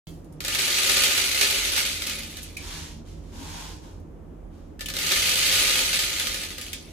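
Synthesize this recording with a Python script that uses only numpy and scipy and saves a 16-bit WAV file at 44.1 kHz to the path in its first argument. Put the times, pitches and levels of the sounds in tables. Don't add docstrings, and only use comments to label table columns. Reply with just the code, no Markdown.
import sys
import numpy as np
from scipy import signal
from scipy.fft import rfft, irfft, next_fast_len
from scipy.io import wavfile

SR = 44100
rng = np.random.default_rng(int(sys.argv[2]) if len(sys.argv) > 2 else 0)


def store_wav(level_fs):
    pcm = np.round(np.clip(np.atleast_2d(level_fs), -1, 1) * 32767)
    wavfile.write(sys.argv[1], SR, pcm.T.astype(np.int16))


N = 305172
START_S, TOP_HZ = 0.07, 16000

# Hz, dB per Hz.
RUMBLE_SPECTRUM = [(20, -43.5), (31, -20), (40, 3), (50, 0), (65, -7), (85, 1), (100, -7.5), (125, -27.5),
                   (200, -41.5), (400, -99)]
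AIR_SPECTRUM = [(60, -14.5), (130, -15), (200, -1), (350, -4), (500, -5.5), (1000, -16), (2000, -28.5),
                (3000, -33), (4200, -40), (6500, -38), (10000, -42.5), (14400, -43), (15200, -68.5)]
LOW_SPECTRUM = [(80, -21.0), (140, -8.5), (350, -6.5), (1200, -34.0)]
# centre in Hz, width in Hz, gain in dB.
HUM_MODES = [(160, 11, 0)]
ROOM_MODES = [(220.5, 14, 2), (279.5, 43, -0.5), (306.6, 19, -15)]
# time in seconds, rumble in dB, hum in dB.
ROOM_TONE_DRIFT = [(0.35, -47, -45.5), (1.1, -46, -57), (2.8, -42.5, -49), (4.1, -42, -51),
                   (5.6, -44, -50.5), (6.3, -44.5, -54), (6.601, -47, -54)]
# centre and half length in seconds, pitch in Hz, level in dB.
DRONE_SWELLS = [(2.222, 0.11, 220, -45.5), (3.009, 0.03, 231, -41), (3.366, 0.059, 228, -44),
                (3.422, 0.024, 274, -37), (3.43, 0.068, 322, -48)]
# pitch in Hz, level in dB, t60 in seconds.
CLINK_MODES = [(2150, 2.5, 0.099), (2650, 1, 0.12), (3120, 9, 0.14), (3270, 3.5, 0.14), (3478, 3, 0.15),
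               (4120, 6, 0.12), (4650, 5, 0.16), (5545, -2, 0.18), (6363, 2, 0.16), (7343, -2, 0.25),
               (8339, -9, 0.32), (9700, -11, 0.35), (10300, -4, 0.38)]
# start, opening and emptying in seconds, hiss and palm in dB.
HAND_SLIDES = [(0.24, 0.011, 0.83, -75, -92), (2.58, 0.14, 0.46, -40.5, -53),
               (3.05, 0.029, 0.31, -57.5, -76), (3.22, 0.086, 0.091, -61.5, -70),
               (3.32, 0.26, 0.42, -43, -48), (3.818, 0.023, 0.33, -59, -57), (4.511, 0.033, 0.41, -68, -87)]
# centre in Hz, width in Hz, gain in dB.
PALM_MODES = [(930, 290, 0), (1450, 400, -10)]
# start in seconds, level in dB.
HAND_CLICKS = [(0.2437, -45), (0.324, -42.5), (2.311, -36), (2.369, -29.5), (2.42, -34), (2.429, -22.5),
               (2.623, -41), (3.998, -51)]
# Hz, dB per Hz.
SLIDE_SPECTRUM = [(350, -12.5), (600, -15), (950, -12), (1500, -9), (3200, -6), (6600, -9), (10600, -16),
                  (13800, -19), (14700, -25), (16000, -84)]
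CLICK_SPECTRUM = [(1200, -25), (3000, -5), (6500, 0.5), (10000, 2), (13800, 1.5), (15500, -18),
                  (16000, -38.5)]
# start in seconds, level in dB, wall ring in dB relative to that level.
KERNEL_TAPS = [(0.4046, -17.5, -37.5), (0.439, -23, -24), (0.448, -13, -41), (0.481, -11.5, -23),
               (0.5475, -9.5, -23.5), (0.6804, -14, -18), (0.7263, -21.5, -33), (0.895, -6, -23),
               (0.969, -5.5, -30), (1.036, -5, -39), (1.177, -8, -37), (1.4117, -2.5, -31),
               (1.508, -8.5, -36), (1.545, -19, -35), (1.764, -9.5, -30), (1.791, -23, -42),
               (1.957, -23.5, -34), (2.0204, -14.5, -26), (2.068, -14.5, -38), (2.096, -14.5, -33.5),
               (2.1656, -25.5, -36), (2.233, -22.5, -34), (2.332, -35.5, -42), (2.369, -22.5, -41),
               (4.7932, -28.5, -14), (4.808, -17.5, -20), (4.885, -16.5, -23.5), (4.901, -18.5, -29),
               (4.938, -17.5, -33), (4.952, -22.5, -25), (4.966, -14, -28), (4.987, -13, -33),
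               (5.009, -22, -29), (5.0463, -17.5, -18), (5.119, -4.5, -23.5), (5.24, -15, -34),
               (5.275, -18.5, -27), (5.3157, -12, -31), (5.791, -22.5, -37), (5.9907, -8, -38),
               (6.171, -30.5, -26), (6.1971, -11, -25), (6.2697, -11, -39), (6.344, -14, -40),
               (6.416, -19.5, -22), (6.433, -20, -26), (6.504, -23, -32.5), (6.5816, -20, -35)]
# start in seconds, level in dB, settling time of the rebounds in seconds.
KERNEL_CLUMPS = [(0.5865, -8.5, 0.03), (1.4245, -7, 0.05), (1.775, -6, 0.027), (1.856, -12, 0.01),
                 (5.0642, -14, 0.09), (5.105, -11, 0.079), (5.166, -9, 0.025), (5.752, -15, 0.022),
                 (5.9298, -11.5, 0.08), (6.6127, -24.5, 0.18)]
# pitch in Hz, level in dB, t60 in seconds.
WALL_MODES = [(1753, -1.5, 0.22), (2750, -5, 0.12)]
# Hz, dB per Hz.
WALL_SPECTRUM = [(400, -39), (700, -14.5), (1100, -18.5), (1650, -6.5), (2400, -5), (3900, -2),
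                 (4750, -2.5), (5150, -5.5), (6200, -5.5), (7500, -10.5), (8150, -5.5), (8800, -11.5),
                 (9900, -12), (11000, -11), (13300, -10.5), (14400, -13.5), (15100, -43), (16000, -49)]
BOTTOM_SPECTRUM = [(120, -19), (250, -8), (340, -1.5), (400, 5.5), (470, -4.5), (530, 1.5), (590, 2),
                   (700, -10), (1100, -14.5), (1400, 8.5), (1650, -8.5), (2200, -30.5)]
GLANCE_SPECTRUM = [(1000, -27.0), (2200, 3.0), (4000, 0.0), (12000, -4.5), (16000, -9.5)]
# centre in Hz, width in Hz, gain in dB.
JUG_MODES = [(272, 10, 0), (396, 18, 3.5), (515, 16, 2), (543, 18, 5.5), (578, 12, 2), (884, 22, 1),
             (1232, 22, 6), (1256, 18, -1), (1467, 40, 3), (1753, 20, 3.5), (1950, 50, 0), (2076, 30, 2.5),
             (2240, 70, 1), (2438, 50, 8), (3010, 150, 3.5), (3150, 22, 1), (3838, 90, 1), (4150, 70, -1),
             (4720, 110, 0)]
# start, opening and emptying in seconds, fullest level in dB.
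FIST_GUSHES = [(0.44, 0.54, 0.86, -21.5), (1.32, 0.1, 0.91, -25.5), (1.58, 0.17, 0.44, -28.5),
               (1.993, 0.075, 0.35, -33), (2.22, 0.054, 0.48, -43.5), (4.93, 0.62, .85, -21),
               (5.918, 0.061, 0.94, -28.5)]
# start in seconds, level in dB, pitch in Hz,
# ring t60 and attack in seconds, click in dB relative to the level.
GLANCING_HITS = [(2.567, -20, 2383, 0.034, 0.0035, -9), (4.859, -19.5, 3000, 0.019, 0.0005, -5.5),
                 (6.612, -33, 1930, 0.015, 0.00066, 6), (6.663, -27.5, 3180, 0.017, 0.001, -7.5),
                 (6.7306, -23.5, 3320, 0.015, 0.0008, 1)]
# frequency in Hz, t60 in seconds.
ROOM_DECAY = [(200, 0.16), (2000, 0.2), (6000, 0.39), (14000, 0.024)]
# frequency in Hz, likeness from 0 to 1.
MIC_LIKENESS = [(50, 0.96), (200, 0.86), (400, 0.48), (800, 0.054), (2000, 0.2), (3500, 0.29), (5000, 0.14),
                (7200, 0.075), (9000, 0.41), (10500, 1), (15000, 1)]
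# frequency in Hz, left minus right in dB.
MIC_BALANCE = [(60, -3.5), (250, -2.5), (550, 1.5), (1000, 0), (3000, 0.8), (6500, -2.5), (8300, -2),
               (10000, 0)]


def amp(db):
    return 10 ** (np.asarray(db) / 20)


def unit(x):
    return x / np.sqrt(np.mean(x ** 2) + 1e-20)


def along(points, hz):
    freqs, values = np.transpose(points)
    return np.interp(np.log(hz + 1), np.log(freqs + 1), values)


def add(track, s, sound):
    part = track[..., round(s * SR):][..., :sound.shape[-1]]
    part += sound[..., :part.shape[-1]]


def filtered(x, response):
    size = next_fast_len(x.shape[-1] + SR // 2)
    return irfft(rfft(x, size) * response(np.fft.rfftfreq(size, 1 / SR)), size)[..., :x.shape[-1]]


def coloured(x, spectrum, size=4096):
    gain = amp(along(spectrum, np.fft.rfftfreq(size, 1 / SR)))
    cepstrum = irfft(np.log(gain + 1e-6))
    cepstrum[1:size // 2] *= 2
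    cepstrum[size // 2 + 1:] = 0
    impulse = irfft(np.exp(rfft(cepstrum)))
    return signal.oaconvolve(x, impulse[None], axes=1)[:, :x.shape[1]]


def resonant(x, modes):
    return filtered(x, lambda f: sum(amp(db) * 1j * f * width / (hz * hz - f * f + 1j * f * width)
                                     for hz, width, db in modes))


def noise(spectrum):
    return unit(filtered(rng.standard_normal((2, N)), lambda hz: amp(along(spectrum, hz))))


def hail(rate, spread_db):
    chance = np.clip(rate / SR, 1e-5, 1) * np.ones(N)
    size = unit(amp(spread_db * np.clip(rng.standard_normal(N), -2, 2)))
    return (rng.random(N) < chance) * size * rng.choice([-1, 1], N) / np.sqrt(chance)


def gush(start, opening, emptying, rise, fall):
    t = np.arange(N) / SR - start
    spent = np.clip((t - opening) / emptying, 0, 1)
    return np.clip(t / opening, 0, 1) ** rise * np.abs(np.cos(np.pi / 2 * spent)) ** fall


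def room_tone(drone_db=-52, air_db=-50.5):
    t = np.arange(N) / SR
    times, *levels = np.transpose(ROOM_TONE_DRIFT)
    rumble_db, hum_db = (np.interp(t, times, level) for level in levels)
    low = noise(LOW_SPECTRUM)
    hum = amp(hum_db) * unit(resonant(low, HUM_MODES))
    drone = amp(drone_db) * unit(resonant(low, ROOM_MODES))
    swells = sum(amp(db) * np.exp(-((t - s) / half) ** 2) * np.sin(2 * np.pi * hz * t)
                 for s, half, hz, db in DRONE_SWELLS)
    return amp(rumble_db) * noise(RUMBLE_SPECTRUM) + hum + drone + swells + amp(air_db) * noise(AIR_SPECTRUM)


def clink(level_db=-59, noise_db=-51, noise_t60=0.46):
    track, t = np.zeros((2, N)), np.arange(SR // 2) / SR
    for hz, db, t60 in CLINK_MODES:
        partial = np.sin(2 * np.pi * (hz * t + rng.random((2, 1))))
        add(track, START_S, amp(level_db + db - 60 * t / t60) * partial)
    add(track, START_S, amp(noise_db - 60 * t / noise_t60) * rng.standard_normal((2, len(t))))
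    return track


def palm_slides(level_db=1.0):
    ticks = lambda: np.array([hail(4000, spread_db=1.5) for channel in range(2)])
    hiss = unit(coloured(ticks(), SLIDE_SPECTRUM))
    hollow = unit(resonant(resonant(ticks(), PALM_MODES), PALM_MODES))
    track = np.zeros((2, N))
    for s, opening, emptying, hiss_db, palm_db in HAND_SLIDES:
        flow = gush(s, opening, emptying, rise=0.48, fall=5.15)
        track += flow * (amp(hiss_db) * hiss + amp(palm_db) * hollow)
    return amp(level_db) * track


def kernel_clicks(level_db=-9, attack_s=0.0011, click_t60=0.063):
    track, t = np.zeros((2, N)), np.arange(SR // 6) / SR
    for s, db in HAND_CLICKS:
        envelope = amp(db + level_db - 60 * t / click_t60) * np.minimum(t / attack_s, 1)
        add(track, s, envelope * rng.standard_normal((2, len(t))))
    return coloured(track, CLICK_SPECTRUM)


def buzz_envelope(power, burst_s, wall_t60, wall_db, cavity_t60, cavity_db):
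    t = np.arange(SR // 4) / SR
    burst = np.exp(-(t / burst_s) ** 2)
    fade = (burst + amp(wall_db - 60 * t / wall_t60) + amp(cavity_db - 60 * t / cavity_t60)) ** 2
    return np.sqrt(np.abs(signal.oaconvolve(power, fade / fade.sum())[:N]))


def jug(buzz, wall_db, modes_db, bottom_db=-18.5, damping_db_per_s=0.5):
    shake = lambda: buzz * rng.standard_normal((2, N))
    wall = amp(wall_db) * unit(coloured(shake(), WALL_SPECTRUM))
    bottom_gain = amp(bottom_db - damping_db_per_s * np.arange(N) / SR)
    bottom = bottom_gain * unit(coloured(shake(), BOTTOM_SPECTRUM))
    resonances = amp(modes_db) * unit(resonant(shake(), JUG_MODES))
    return np.sqrt(np.mean(buzz ** 2)) * (wall + bottom + resonances)


def landings(clump_db=3, tap_db=10, scatter_s=0.0059, per_clump=3):
    power, ringing, t = np.zeros(N), np.zeros((2, N)), np.arange(SR // 3) / SR
    for s, db, ring_db in KERNEL_TAPS:
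        power[round(s * SR)] += amp(db + tap_db) ** 2
        for hz, mode_db, t60 in WALL_MODES:
            partial = np.sin(2 * np.pi * hz * t + rng.normal(0, 0.39, (2, 1)))
            add(ringing, s, amp(db + ring_db + mode_db - 60 * t / t60) * partial)
    for s, db, _ in KERNEL_CLUMPS:
        for late in scatter_s * np.linspace(0, 1, per_clump) * rng.uniform(0.89, 0.97, per_clump):
            power[round((s + late) * SR)] += amp(db + clump_db) ** 2
    buzz = buzz_envelope(power, burst_s=0.0042, wall_t60=0.11, wall_db=-8.5,
                         cavity_t60=0.21, cavity_db=-1)
    return jug(buzz, wall_db=3.0, modes_db=-4.5) + ringing


def grain_flow(rebound_db=-16):
    t = np.arange(N) / SR
    falling = sum((amp(db) * gush(s, opening, emptying, rise=0.5, fall=2.7)) ** 2
                  for s, opening, emptying, db in FIST_GUSHES)
    rebounds = sum(((t > s) * amp(db + rebound_db) * np.exp(-np.abs((t - s) / settle))) ** 2
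                   for s, db, settle in KERNEL_CLUMPS)
    return np.sqrt(falling + rebounds)


def spot_rings(hits, low_hz, high_hz, ring_t60):
    at, t = np.flatnonzero(hits), np.arange(SR // 40) / SR
    pitch, place = rng.random((N // 10, 2))[:len(at)].T
    hz = low_hz * (high_hz / low_hz) ** pitch[:, None]
    fade = amp(-60 * t / ring_t60)
    waves = np.sin(2 * np.pi * hz * t) * fade / np.linalg.norm(fade)
    index = (at[:, None] + np.arange(len(t))).ravel()
    channel = lambda share: np.bincount(index, (waves * (hits[at] * share)[:, None]).ravel(), N)[:N]
    pair = np.array([channel(np.cos(2 * np.pi * place)), channel(np.sin(2 * np.pi * place))])
    return coloured(2 * pair, [(13000, 0.5), (15000, -32.5)])


def pours():
    flow = grain_flow()
    fullness = flow / flow.max()
    soft_hits = flow * hail(700 + 1600 * fullness, spread_db=4.0)
    hard_hits = flow * hail(500 + 1000 * fullness, spread_db=2.6)
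    buzz = buzz_envelope((soft_hits ** 2 + hard_hits ** 2) / 2, burst_s=0.002,
                         wall_t60=0.064, wall_db=-0.5, cavity_t60=0.15, cavity_db=-11)
    snap_gain = amp(-9.5) * np.sqrt(np.mean(flow ** 2))
    snap = snap_gain * unit(coloured(hard_hits * rng.standard_normal((2, N)), WALL_SPECTRUM))
    wall_rings = amp(-5) * spot_rings(hard_hits, low_hz=1997, high_hz=4820, ring_t60=0.04)
    kernel_rings = amp(-9) * spot_rings(hard_hits, low_hz=5613, high_hz=10740, ring_t60=0.056)
    return jug(buzz, wall_db=-2.5, modes_db=-10.0) + snap + wall_rings + kernel_rings


def glancing_pings(ring_db=-2, click_t60=0.058, detune=0.06):
    ringing, clicks, t = np.zeros((2, N)), np.zeros((2, N)), np.arange(SR // 8) / SR
    for s, db, hz, t60, attack, click_db in GLANCING_HITS:
        rise = np.minimum(t / attack, 1)
        partials = [np.sin(2 * np.pi * (hz * (1 + k * detune) * t + rng.random((2, 1)))) / (1 + abs(k))
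                    for k in (-1, 0, 1)]
        add(ringing, s, amp(db + ring_db - 60 * t / t60) * rise * sum(partials))
        click_fade = amp(db + click_db - 60 * np.maximum(t - attack, 0) / click_t60)
        add(clicks, s, click_fade * rise * rng.standard_normal((2, len(t))))
    return ringing + coloured(clicks, GLANCE_SPECTRUM)


def room_reverb(x, stretches=12, delay_s=0.005):
    hz, t, spectra = signal.stft(rng.standard_normal((stretches, 2, SR // 3)), SR, nperseg=256)
    decay = amp(-60 * t / along(ROOM_DECAY, hz)[:, None])
    tails = signal.istft(spectra * decay, SR, nperseg=256)[1]
    wet = np.zeros((2, N))
    for part, tail in zip(np.array_split(np.arange(N), stretches), tails):
        tail = tail / np.sqrt(np.sum(tail ** 2) / 2 + 1e-20)
        add(wet, part[0] / SR + delay_s, signal.fftconvolve(x[:, part], tail, axes=1))
    return wet


def scene():
    patter = pours() + landings()
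    ticks = glancing_pings() + clink() + kernel_clicks()
    sliding = palm_slides()
    reverb = room_reverb(amp(-11.5) * patter + amp(-5.0) * ticks + amp(-5.5) * sliding)
    return patter + ticks + sliding + reverb + room_tone()


def record(dry):
    lag_s = 0.000296
    width = lambda hz: np.arccos(np.clip(along(MIC_LIKENESS, hz), -1, 1)) / 2
    mid, side = filtered(dry, lambda hz: np.array([np.cos(width(hz)), np.sin(width(hz))]))
    pair = np.array([mid + side, mid - side]) * (np.arange(N) / SR > START_S)
    treble_phase = lambda hz: np.pi * np.maximum(hz * lag_s - 1, 0)
    left = lambda hz: amp(along(MIC_BALANCE, hz) / 2) * np.exp(-1j * treble_phase(hz))
    return filtered(pair, lambda hz: np.array([left(hz), 1 / left(hz)]) * (hz < TOP_HZ))


dry = scene()
out = record(dry)
store_wav(out)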